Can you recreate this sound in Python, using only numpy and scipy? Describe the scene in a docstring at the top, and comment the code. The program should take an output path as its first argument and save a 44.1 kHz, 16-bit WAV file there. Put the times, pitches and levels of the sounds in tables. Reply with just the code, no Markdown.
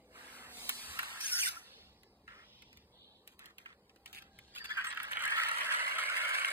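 """A pull-back toy car on a hard floor, close to a phone's two microphone ports. It is dragged back until
the tyres skid and squeal, held while its plastic shell ticks and creaks under the fingers, then let go:
gears and wheels rattle in the hollow shell as the spring takes it up to speed.
Soft swishes come and go. Behind, a quiet room rumbles, with one low bump and faint far-off tones."""
import sys
import numpy as np
from scipy import signal
from scipy.fft import rfft, irfft, next_fast_len
from scipy.io import wavfile
from scipy.ndimage import uniform_filter1d, map_coordinates

SR = 44100
rng = np.random.default_rng(int(sys.argv[2]) if len(sys.argv) > 2 else 0)


def generate_wav(sig):
    """Save sig (samples, or channels by samples) to the path in sys.argv[1] as 16-bit PCM at SR."""
    pcm = np.round(np.clip(np.atleast_2d(sig).T, -1, 1) * 32767).astype(np.int16)
    wavfile.write(sys.argv[1], SR, pcm)


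N = 287602
TIME = np.arange(N) / SR

# The car let go, close to the microphone: (time [s], shell level [dB])
RUN_LEVELS = [(4.52, -68.5), (4.62, -53.5), (4.7, -53), (4.79, -37), (4.9, -44.5), (5.05, -45.5),
              (5.11, -50), (5.18, -37), (5.42, -32), (5.53, -35.5), (5.72, -33), (5.9, -37), (5.99, -34),
              (6.15, -35), (6.31, -33), (6.52, -37.5)]
# Colour of the rolling hiss: (frequency [Hz], gain [dB])
ROLLING_SPECTRUM = [(2500, -45.5), (4200, 3), (5500, -4), (7000, -6.5), (8600, -3.5), (11000, -3.5),
                    (13500, -8.5), (15000, -65.5), (16000, -50)]
# Gear teeth meeting: (time [s], mesh rate [Hz])
MESH_RATE = [(5.15, 425.5), (5.3, 441), (5.7, 488), (6.26, 551.5), (6.52, 567)]
RELEASE_S, SPEED_UP_S = 4.295, 1
def running():
    """Loose gears and axles chatter and whine, the treble in clumps; the wheels rumble on the floor."""
    speed = 1 - np.exp(-(np.maximum(TIME - RELEASE_S, 0) / SPEED_UP_S) ** 2)
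    halvings = -np.log2(speed + 1e-9)  # each halving of speed takes a fixed step off the levels
    body, = gains(RUN_LEVELS)
    chatter = grit(1200, 1.5, 1.2) * amp(1.2 * wobble(70))
    hiss = coloured(unit(chatter) + 0.099 * noise(), ROLLING_SPECTRUM) * amp(2.2 * wobble(45))
    wheels = unit(filtered(noise(), band(609.3, 196)) * amp(wobble(5.44)))
    teeth = unit(filtered(chatter, band(3630, 2300)) * amp(0.88 * wobble(7.1)))
    mesh = whine(*np.transpose(MESH_RATE), [(2, -10), (3, -4), (4, 2.5)], blur=0.04, flutter_db=3)
    rattle = amp(0.36 * wobble(8.6)) * unit(filtered(chatter, shell))
    return (body * rattle + amp(-41 - 12.5 * halvings) * mesh + amp(-48.5 - 12.8 * halvings) * hiss
            + amp(-56 - 11.7 * halvings) * wheels + amp(-58 - 1.4 * halvings) * teeth)


# Close ticks of the plastic: (time [s], level [dB], knock offset [dB], crack offset [dB])
PLASTIC_TICKS = [(0.6926, -23, -7, 1), (0.9902, -27.5, 3, -8), (0.9946, -35, 8, -17.5),
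                 (1.03, -35.5, 0, -4.5), (2.0326, -52.5, -10, -8), (2.2776, -53, 14, -25),
                 (2.6218, -44.5, -12.5, -13), (2.729, -49, -37, -8.5), (2.772, -46, -33, -8.5),
                 (3.276, -40.5, -20, -7), (3.3924, -43, -28, -5), (3.458, -44, -8.5, -6.5),
                 (3.583, -41, -16, -7.5), (3.659, -66, 25, -30.5), (3.6617, -65, 28.5, -42),
                 (3.8952, -50.5, -9, -29.5), (3.96, -51.5, -9, -14.5), (4.0594, -36.5, -16.5, -10.5),
                 (4.077, -46, -21, -25), (4.1293, -40.5, -24, -6.5), (4.222, -44, -9, -11.5),
                 (4.3884, -42, -20.5, -11), (4.5602, -49, 11, -12), (4.6433, -44, -44, -14),
                 (4.655, -37, 0.5, -13), (4.712, -51, 9, -22), (4.778, -45, 13, -35), (4.796, -53, 14, -35),
                 (4.8125, -46.5, 13, -18.5), (4.8459, -32.5, -3.5, -26.5), (4.869, -41, 13.5, -14),
                 (4.927, -42, 8, -16), (4.948, -44, 8, -8), (4.9735, -38, 8.5, -12.5),
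                 (5.0004, -37.5, 10.5, -22), (5.0314, -40, -5, 3), (5.0485, -46, 4.5, -8),
                 (5.082, -48.5, 12.5, -10), (5.118, -40, 5.5, 0), (5.132, -39, 16.5, -24),
                 (5.17, -40.5, 17.5, -25), (5.193, -49.5, -14, 2.5), (5.2067, -40, 13, -20),
                 (5.2228, -42, 2, 3.5), (5.238, -39, 2, -1), (5.2539, -34, 3, 1.5),
                 (5.2776, -36, 9.5, -5.5), (5.3065, -35, -4, -7), (5.3224, -40.5, 18, -17),
                 (5.377, -47.5, 2, -12.5), (5.398, -42, 15, -2), (5.435, -27, 0.5, -11),
                 (5.4867, -30, -2, -7), (5.5136, -39, 9, 1), (5.5647, -44.5, 2, 0.5),
                 (5.572, -38.5, 14, -15), (5.6112, -36.5, 9, -10.5), (5.658, -40.5, 10.5, -17),
                 (5.7067, -38, 5, -16.5), (5.7218, -31, 3.5, -8), (5.7452, -34.5, 1, -6),
                 (5.762, -40, 5.5, -1.5), (5.801, -46, 16.5, -13.5), (5.8478, -42.5, 12, -17),
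                 (5.879, -41, 16.5, -3.5), (5.9318, -46, 10.5, -10), (5.9537, -43, -5, -1),
                 (5.985, -27, 1.5, -9.5), (6.0362, -36, -2, -3.5), (6.0988, -31.5, 2.5, -6),
                 (6.28, -43.5, 1, -3.5), (6.294, -40.5, 2, 5), (6.3408, -41.5, 11, -5.5),
                 (6.3951, -36, 3.5, -2.5), (6.4468, -37, 18.5, -13.5), (6.455, -37.5, -11.5, 0),
                 (6.5039, -38.5, 4.5, 2.5)]
DRAG_END_S, ROLLING_S, KNOCK_GAIN_DB = 1.6, 5.1, 15
def ticks():
    """Each tick is a knock that rings the shell, a snap and a crack, duller once the car rolls off."""
    t = np.arange(SR // 12) / SR
    spike, fuzz = 1.6 * decay(t, 0.007), 0.1 * decay(t, 0.2)
    knock, snap, near, far = np.zeros((4, N + len(t)))
    for start, db, knock_db, crack_db in PLASTIC_TICKS:
        envelope = spike + decay(t, 0.09 if start < DRAG_END_S else 0.05) + fuzz
        bursts = np.sign(rng.standard_normal((3, len(t)))) * envelope
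        span = round(start * SR) + np.arange(len(t))
        knock[span] += amp(db + knock_db + KNOCK_GAIN_DB) * decay(t, 0.0044) * bursts[0]
        snap[span] += amp(db - 0.5) * bursts[1]
        crack = near if start < ROLLING_S else far
        crack[span] += amp(db + crack_db) * decay(t, 0.048) * bursts[2]
    return (filtered(knock, shell) + filtered(snap, band(2550, 2640))
            + filtered(near, band(12060, 8700)) + filtered(far, band(9060, 4800)))


# Modes of the car's hollow body: (frequency [Hz], width [Hz], gain [dB])
SHELL_MODES = [(1017, 26, -11.5), (1098, 44, -11), (1316, 54.5, -0.5), (1416, 52, 0), (1644, 180, -2),
               (1880, 51.5, 0), (2017.3, 143, -4.5), (2288.8, 73, -4), (2398, 99, -8), (2837, 400, -7.5),
               (3280, 380, -12)]
def shell(f):
    """Response of the hollow body, too small to radiate bass below about 800 Hz."""
    return modes(SHELL_MODES, f) * f * f / (f * f - 1.2j * f * 800 - 800 ** 2)


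# The car pulled back, close by: (time [s], shell level [dB], tyre hiss level [dB])
DRAG_LEVELS = [(0.03, -100, -100), (0.16, -54.5, -61), (0.352, -53.5, -55.5), (0.48, -53, -59),
               (0.58, -63, -47.5), (0.72, -61, -45), (1.018, -46, -48.5), (1.164, -47, -49.5),
               (1.3, -59.5, -51.5), (1.49, -53, -50.5), (1.54, -50, -58.5), (1.63, -61.5, -65.5),
               (1.9, -78.5, -81)]
# Tyres rubbing on the hard floor: (frequency [Hz], gain [dB])
TYRE_SPECTRUM = [(500, -14), (800, -8), (1500, -6.5), (3500, 1.5), (4500, 2), (6000, -4), (8500, -5),
                 (11500, -4), (14000, -8), (15200, -14.5), (16000, -46.5)]
def drag():
    """The winding gears shake the shell, the wheels scrape and the tyres hiss on the floor."""
    body, hiss = gains(DRAG_LEVELS)
    gears = unit(filtered(noise(), shell))
    scrape = unit(filtered(grit(830, 1.6, 1.8), band(1400, 1640)))
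    return body * unit(gears + amp(-3.5) * scrape) + hiss * coloured(noise(), TYRE_SPECTRUM)


# Rubber sliding on the floor: (frequency [Hz], gain [dB])
SKID_SPECTRUM = [(900, -49), (1400, -2), (2500, -3.5), (4000, -6.5), (5800, 3), (7500, -12), (9000, -10.5),
                 (11000, 0), (12500, -3.5), (14500, -15), (16000, -21.5)]
LOCK_S, STOP_S, SWELL_DB_PER_S = 1.208, 1.488, 19
def skid():
    """The tyres lock and slide: the rasp grabs at once, swells and breaks off."""
    rasp = patchy(coloured(grit(3000, 1.0, 1.1) * amp(1.5 * wobble(70)), SKID_SPECTRUM), depth_db=2.5)
    after = np.maximum(TIME - STOP_S, 0)
    grab_db = -1500 * np.maximum(LOCK_S - TIME, 0)
    break_db = -9 * np.clip(after / 0.01, 0, 1) - 170 * after
    return amp(-38 + grab_db + SWELL_DB_PER_S * (TIME - LOCK_S) + break_db) * rasp


def chirps(count=60, length_s=0.007):
    """Sliding rubber grips and lets go in many tiny squeaks that grow with the skid."""
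    starts = rng.uniform(LOCK_S, STOP_S, count)
    hz = 9500 * rng.normal(1, 0.08, count)
    db = rng.normal(-47, 2, count) + SWELL_DB_PER_S * (starts - LOCK_S)
    return squeaks(zip(starts, np.full(count, length_s), hz, 0.98 * hz, db))


# The tyres at the end of the skid: (time [s], pitch [Hz], level [dB])
SQUEAL_PATH = [(1.384, 3206, -61), (1.405, 3100, -41), (1.424, 2950, -29.5), (1.443, 2130, -35.5),
               (1.458, 1822, -29), (1.476, 1503, -39.5), (1.498, 1456, -40.5), (1.506, 1406, -50)]
def squeal():
    """The skidding rubber gives one rough, falling tone."""
    times, hz, db = np.transpose(SQUEAL_PATH)
    level, = gains(np.transpose([times, db]))
    return level * whine(times, hz, [(1, 0.016)], blur=0.06, flutter_db=5.5)


# Rubber and axles, close by: (time [s], length [s], start pitch [Hz], end pitch [Hz], level [dB])
CAR_SQUEAKS = [(1.255, 0.0166, 6500, 6600, -33.5), (1.29, 0.085, 1500, 1444, -44.5),
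               (1.31, 0.073, 5630, 5400, -33), (1.345, 0.046, 5650, 4408, -40),
               (1.384, 0.0112, 6700, 6660, -38), (1.399, 0.018, 6600, 6390, -32.5),
               (1.405, 0.027, 9400, 8700, -42.5), (1.445, 0.039, 8900, 8320, -41.5),
               (1.446, 0.049, 3650, 3579, -40), (1.565, 0.017, 1460, 1340, -45.5),
               (4.45, 0.14, 4230, 4690, -73), (4.53, 0.22, 4815, 4600, -51.5),
               (4.556, 0.023, 3516, 3390, -48.5), (4.572, 0.02, 2650, 2660, -42),
               (4.595, 0.027, 1897, 1810, -45.5), (4.645, 0.0137, 3600, 3630, -48),
               (4.688, 0.05, 3350, 3490, -44), (4.7, 0.027, 1768, 1712, -32),
               (4.765, 0.043, 1576, 1550, -32.5), (4.855, 0.06, 8170, 8290, -47.5),
               (4.908, 0.022, 4000, 4100, -60)]
def squeaks(rows):
    """Rubber and axles squeak in short, raspy glides."""
    return glides(rows, blur=0.016, flutter_db=4)


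# Scrapes on the plastic: (time [s], length [s], shell level [dB], rasp level [dB], hiss level [dB])
PLASTIC_RUBS = [(2.277, 0.16, -54, -69, -84), (2.447, 0.39, -81, -68, -81), (3.283, 0.057, -74, -66, -68),
                (3.398, 0.11, -56.5, -65, -71), (3.598, 0.044, -63.5, -67, -71),
                (3.662, 0.068, -56, -69, -95.5), (4.07, 0.055, -65.5, -64, -66.5),
                (4.127, 0.066, -63.5, -53, -56.5), (4.199, 0.0853, -65, -64, -77),
                (4.549, 0.041, -71, -48.5, -52.5), (4.641, 0.0116, -40.5, -45, -48),
                (4.69, 0.05, -43, -53, -59.5), (4.768, 0.0175, -47, -68, -59),
                (4.839, 0.045, -39, -68, -53), (4.901, 0.0106, -37.5, -42.5, -70),
                (5.109, 0.012, -34, -71.5, -50), (5.359, 0.14, -48, -41.5, -48)]
# Hiss of those scrapes: (frequency [Hz], gain [dB])
RUB_SPECTRUM = [(2500, -16.5), (4500, -17), (6500, 0.5), (9000, -10), (12000, 1), (14200, -7), (15500, -37)]
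def rubs():
    """Fingers and gears scrape the plastic: dense slips break loose, sag and stop as the grip returns."""
    stick = np.cumsum(140 * (1 + 0.18 * wobble(30))) / SR % 1  # stick-slip cycles make the buzz
    slips = grit(700, 0.3, 0.96) * amp(-7 * stick)
    ring, rasp = unit(filtered(slips, shell)), unit(filtered(slips, band(2940, 2160)))
    voices = np.array([ring, rasp, coloured(slips, RUB_SPECTRUM)])
    out = 0
    for start, length, *db in PLASTIC_RUBS:
        age = TIME - start
        rise = np.clip(age / 0.003, 0, 1)
        fall = amp(-4 * np.clip(age / length, 0, 1) - 600 * np.clip(age - length, 0, 1))
        out += rise * fall * (amp(db) @ voices)
    return out


# Modes of the gripped side panel: (frequency [Hz], width [Hz], gain [dB])
PANEL_MODES = [(2110, 200, 1.5), (2646, 300, -3.5), (3410, 440, -6.5), (4600, 700, -14)]
def creak(start_s=4.1478, first_gap_s=0.0073, gap_ratio=0.96, count=7):
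    """A finger judders along the side panel, each slip a short burst that rings it."""
    onsets = start_s + first_gap_s * (1 - gap_ratio ** np.arange(count)) / (1 - gap_ratio)
    envelope = sum((TIME >= s) * amp(rng.normal()) * decay(np.abs(TIME - s), 0.012) for s in onsets)
    slips = envelope * np.sign(noise())
    ring = unit(filtered(slips, lambda f: modes(PANEL_MODES, f)))
    hiss = unit(filtered(slips, band(10000, 8000)))
    time_share = count * first_gap_s * SR / N  # sets the levels over the creak's own length
    return (amp(-50) * ring + amp(-62) * hiss) * np.sqrt(time_share)


# Soft swishes; the last is a thin, hissy squeak as the car is let go:
# (time [s], length [s], centre [Hz], half-width [Hz], level [dB])
SOFT_SWISHES = [(1.585, 0.5, 3805, 1750, -58.5), (1.948, 0.29, 4800, 797, -72.5),
                (2.268, 0.903, 5100, 870, -70), (2.396, 0.56, 3257, 810, -63),
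                (2.909, 0.44, 3630, 760, -61), (4.597, 0.45, 4800, 300, -60.5)]
def swishes():
    """Bands of noise swell quickly and fade slowly."""
    out = 0
    for start, length, hz, width, db in SOFT_SWISHES:
        hush = unit(filtered(noise(), lambda f: np.exp(-((f - hz) / width) ** 2)))
        progress = np.clip((TIME - start) / length, 0, 1)
        out += amp(db) * np.sin(np.pi * progress ** 0.52) ** 2 * hush
    return out


# The quiet room behind the car: (time [s], bass level [dB], air level [dB])
ROOM_LEVELS = [(0.0, -66, -67), (0.5, -70.5, -63), (1.2, -71.5, -71.5), (1.8, -71.5, -67.5),
               (2.3, -72, -68), (2.8, -67.5, -69.5), (3.3, -74.5, -70.5), (3.9, -71.5, -69.5),
               (4.8, -71, -70.5), (5.7, -72.5, -68), (6.52, -76, -70)]
# Its bass rumble: (frequency [Hz], gain [dB])
BASS_SPECTRUM = [(15, -66), (25, -20), (59, 0), (75, 1), (97, -7), (124, -2.5), (151, -9), (206, -0.5),
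                 (249, -8), (350, -14.5), (460, -24.5), (770, -120)]
# Its airy hush: (frequency [Hz], gain [dB])
AIR_SPECTRUM = [(150, -59.5), (250, -9.5), (460, -4.5), (686, -11.5), (761, -7.5), (1550, -21),
                (1670, -18.5), (3400, -23.5), (4730, -18.5), (5630, -31), (16000, -32)]
def room():
    """Room tone: a wavering rumble, one soft low bump and a patchy hush."""
    bass, air = gains(ROOM_LEVELS)
    rumble = amp(2 * wobble(5.3)) * coloured(noise(), BASS_SPECTRUM)
    bump = amp(-54) * np.exp(-((TIME - 0.905) / 0.021) ** 2) * np.sin(2 * np.pi * 75 * TIME)
    hush = amp(0.64 * wobble(5.2)) * patchy(coloured(noise(), AIR_SPECTRUM), depth_db=2.85)
    return bass * rumble + bump + air * hush


# Far from the microphone: (time [s], length [s], start pitch [Hz], end pitch [Hz], level [dB])
FAR_TONES = [(-.1, 0.58, 641, 652, -71.5), (-.1, 0.85, 501.6, 499, -67.5), (.1, 1, 253.5, 228.6, -67.5),
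             (.33, 0.46, 754, 701, -64.5), (3.75, 0.977, 797, 790, -74), (4.1, 0.78, 1619, 1600, -73.5)]
def far_tones():
    """Faint unsteady tones, like horns in a distant street."""
    return glides(FAR_TONES, blur=0.013, flutter_db=4.32)


# Floor and wall echoes at the microphone: (frequency [Hz], share of power [0-1])
ECHO_SHARE = [(850, 0), (1100, .35), (1800, .75), (2400, .6), (3200, .4), (4200, .65), (5000, .45),
              (5600, .2), (6200, .3), (7400, .4), (8400, .05), (10000, .25), (11700, .03), (13500, .45),
              (14500, .05)]
def echoes(x, t60_s=0.026, evenness=0.75):
    """Each port hears its own echoes, which change slowly as car, hand and phone move."""
    hz, _, spectra = signal.stft(x, SR, nperseg=1024)
    lag = np.arange(512)[:, None] / SR
    paths = uniform_filter1d(rng.standard_normal((2, len(lag), spectra.shape[1])), 7, 2)
    echo = rfft(paths * decay(lag, t60_s), 1024, axis=1)
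    echo /= np.sqrt(np.mean(np.abs(echo) ** 2))
    share = along(ECHO_SHARE, hz)[:, None]
    ports = np.sqrt(1 - share) + np.sqrt(share) * echo
    ports /= np.abs(ports) ** evenness  # keeps the phase, flattens most of the level swings
    return signal.istft(spectra * ports, SR, nperseg=1024)[1][:, :N]


# Stereo phase difference between left and right: (frequency [Hz], phase difference [rad])
STEREO_PHASE = [(900, 0), (1400, -2.1), (2100, -2), (3400, -3.1), (4100, -4.6), (4800, -3.5), (5900, -3),
                (6900, -1.6), (7900, -.3), (8900, .2), (10000, 1.5), (11300, 3), (12100, 3.2), (13100, 4.3),
                (14100, 6.2), (15000, 6.28)]
# Stereo balance, left minus right: (frequency [Hz], level difference [dB])
STEREO_BALANCE = [(800, 0), (1300, -.6), (2400, -1.4), (4400, -.2), (8000, 0)]
def stereo_image(pair):
    """Bass is alike left and right; higher sound differs in phase and a little in level."""
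    def response(f):
        left = np.exp(0.5j * along(STEREO_PHASE, f)) * amp(along(STEREO_BALANCE, f) / 2)
        return np.array([left, 1 / left])
    return filtered(pair, response)


def amp(db):
    return 10 ** (np.asarray(db) / 20)


def unit(x):
    return x / np.sqrt(np.mean(x ** 2) + 1e-20)


def noise():
    return rng.standard_normal(N)


def decay(t, t60_s):
    return amp(-60 * t / t60_s)


def along(points, hz):
    """Interpolate (frequency [Hz], value) points on a log axis."""
    f, values = np.transpose(points)
    return np.interp(np.log(hz + 1), np.log(f + 1), values)


def gains(rows):
    """One gain per sample for each dB column, silent outside the rows."""
    times, *columns = np.transpose(rows)
    return [amp(np.interp(TIME, times, db, -150, -150)) for db in columns]


def wobble(rate, n=N):
    """A smooth random curve, rate knots a second."""
    return map_coordinates(rng.standard_normal(int(n * rate / SR) + 4), [np.arange(n) * rate / SR])


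def filtered(x, response):
    """x through a complex response of frequency."""
    size = next_fast_len(N + SR // 2)
    return irfft(rfft(x, size) * response(np.fft.rfftfreq(size, 1 / SR)), size)[..., :N]


def coloured(x, spectrum):
    return unit(filtered(x, lambda hz: amp(along(spectrum, hz))))


def resonance(f, hz, width):
    return 1j * f * width / (hz * hz - f * f + 1j * f * width)


def band(hz, width):
    """A broad resonance applied twice."""
    return lambda f: resonance(f, hz, width) ** 2


def modes(rows, f):
    """Resonances summed with alternating sign."""
    return sum((-1) ** k * amp(db) * resonance(f, hz, width) for k, (hz, width, db) in enumerate(rows))


def grit(rate, spread_db, smooth):
    """Contacts of uneven size at random moments, over a share of smooth noise."""
    hits = (rng.random(N) < rate / SR) * amp(spread_db * rng.exponential(size=N)) * noise()
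    return unit(hits) + smooth * noise()


def patchy(x, depth_db):
    """Narrow bands swell and hollow out at random."""
    spectra = signal.stft(x, nperseg=512)[2]
    field = uniform_filter1d(uniform_filter1d(rng.standard_normal(spectra.shape), 2, 0), 12, 1)
    return unit(signal.istft(spectra * amp(depth_db * unit(field)), nperseg=512)[1][:N])


def glides(rows, blur, flutter_db):
    """Gliding tones that swell, flutter and fade; blur is the relative unsteadiness of pitch."""
    out = np.zeros(N + 2 * SR)
    for start, length, hz0, hz1, db in rows:
        u = np.linspace(0, 1, int(length * SR))
        hz = (hz0 + (hz1 - hz0) * u) * (1 + blur * wobble(147.7, len(u)))
        swell = amp(db + flutter_db * wobble(300, len(u))) * np.abs(np.sin(np.pi * u)) ** 0.7
        out[SR + round(start * SR):][:len(u)] += swell * np.sin(2 * np.pi * np.cumsum(hz) / SR)
    return out[SR:SR + N]


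def whine(times, pitches, orders, blur, flutter_db):
    """Unsteady multiples of a moving pitch; orders are (multiple, level [dB])."""
    hz, out = np.interp(TIME, times, pitches), 0
    for multiple, db in orders:
        level = amp(db + flutter_db * wobble(120))
        cycles = np.cumsum(hz * (1 + blur * wobble(200))) / SR
        out += level * np.sin(2 * np.pi * multiple * cycles)
    return out


def scene():
    """The car close up and the room behind it, in stereo."""
    car = running() + ticks() + drag() + skid() + chirps() + squeal()
    car += squeaks(CAR_SQUEAKS) + rubs() + creak()
    return stereo_image(echoes(car + room() + swishes() + far_tones()))


def record(dry):
    """The microphone droops at the very top and passes nothing above 15.8 kHz."""
    return filtered(dry, lambda hz: (hz < 15800) / np.sqrt(1 + (hz / 14800) ** 30))


dry = scene()
out = record(dry)
generate_wav(out)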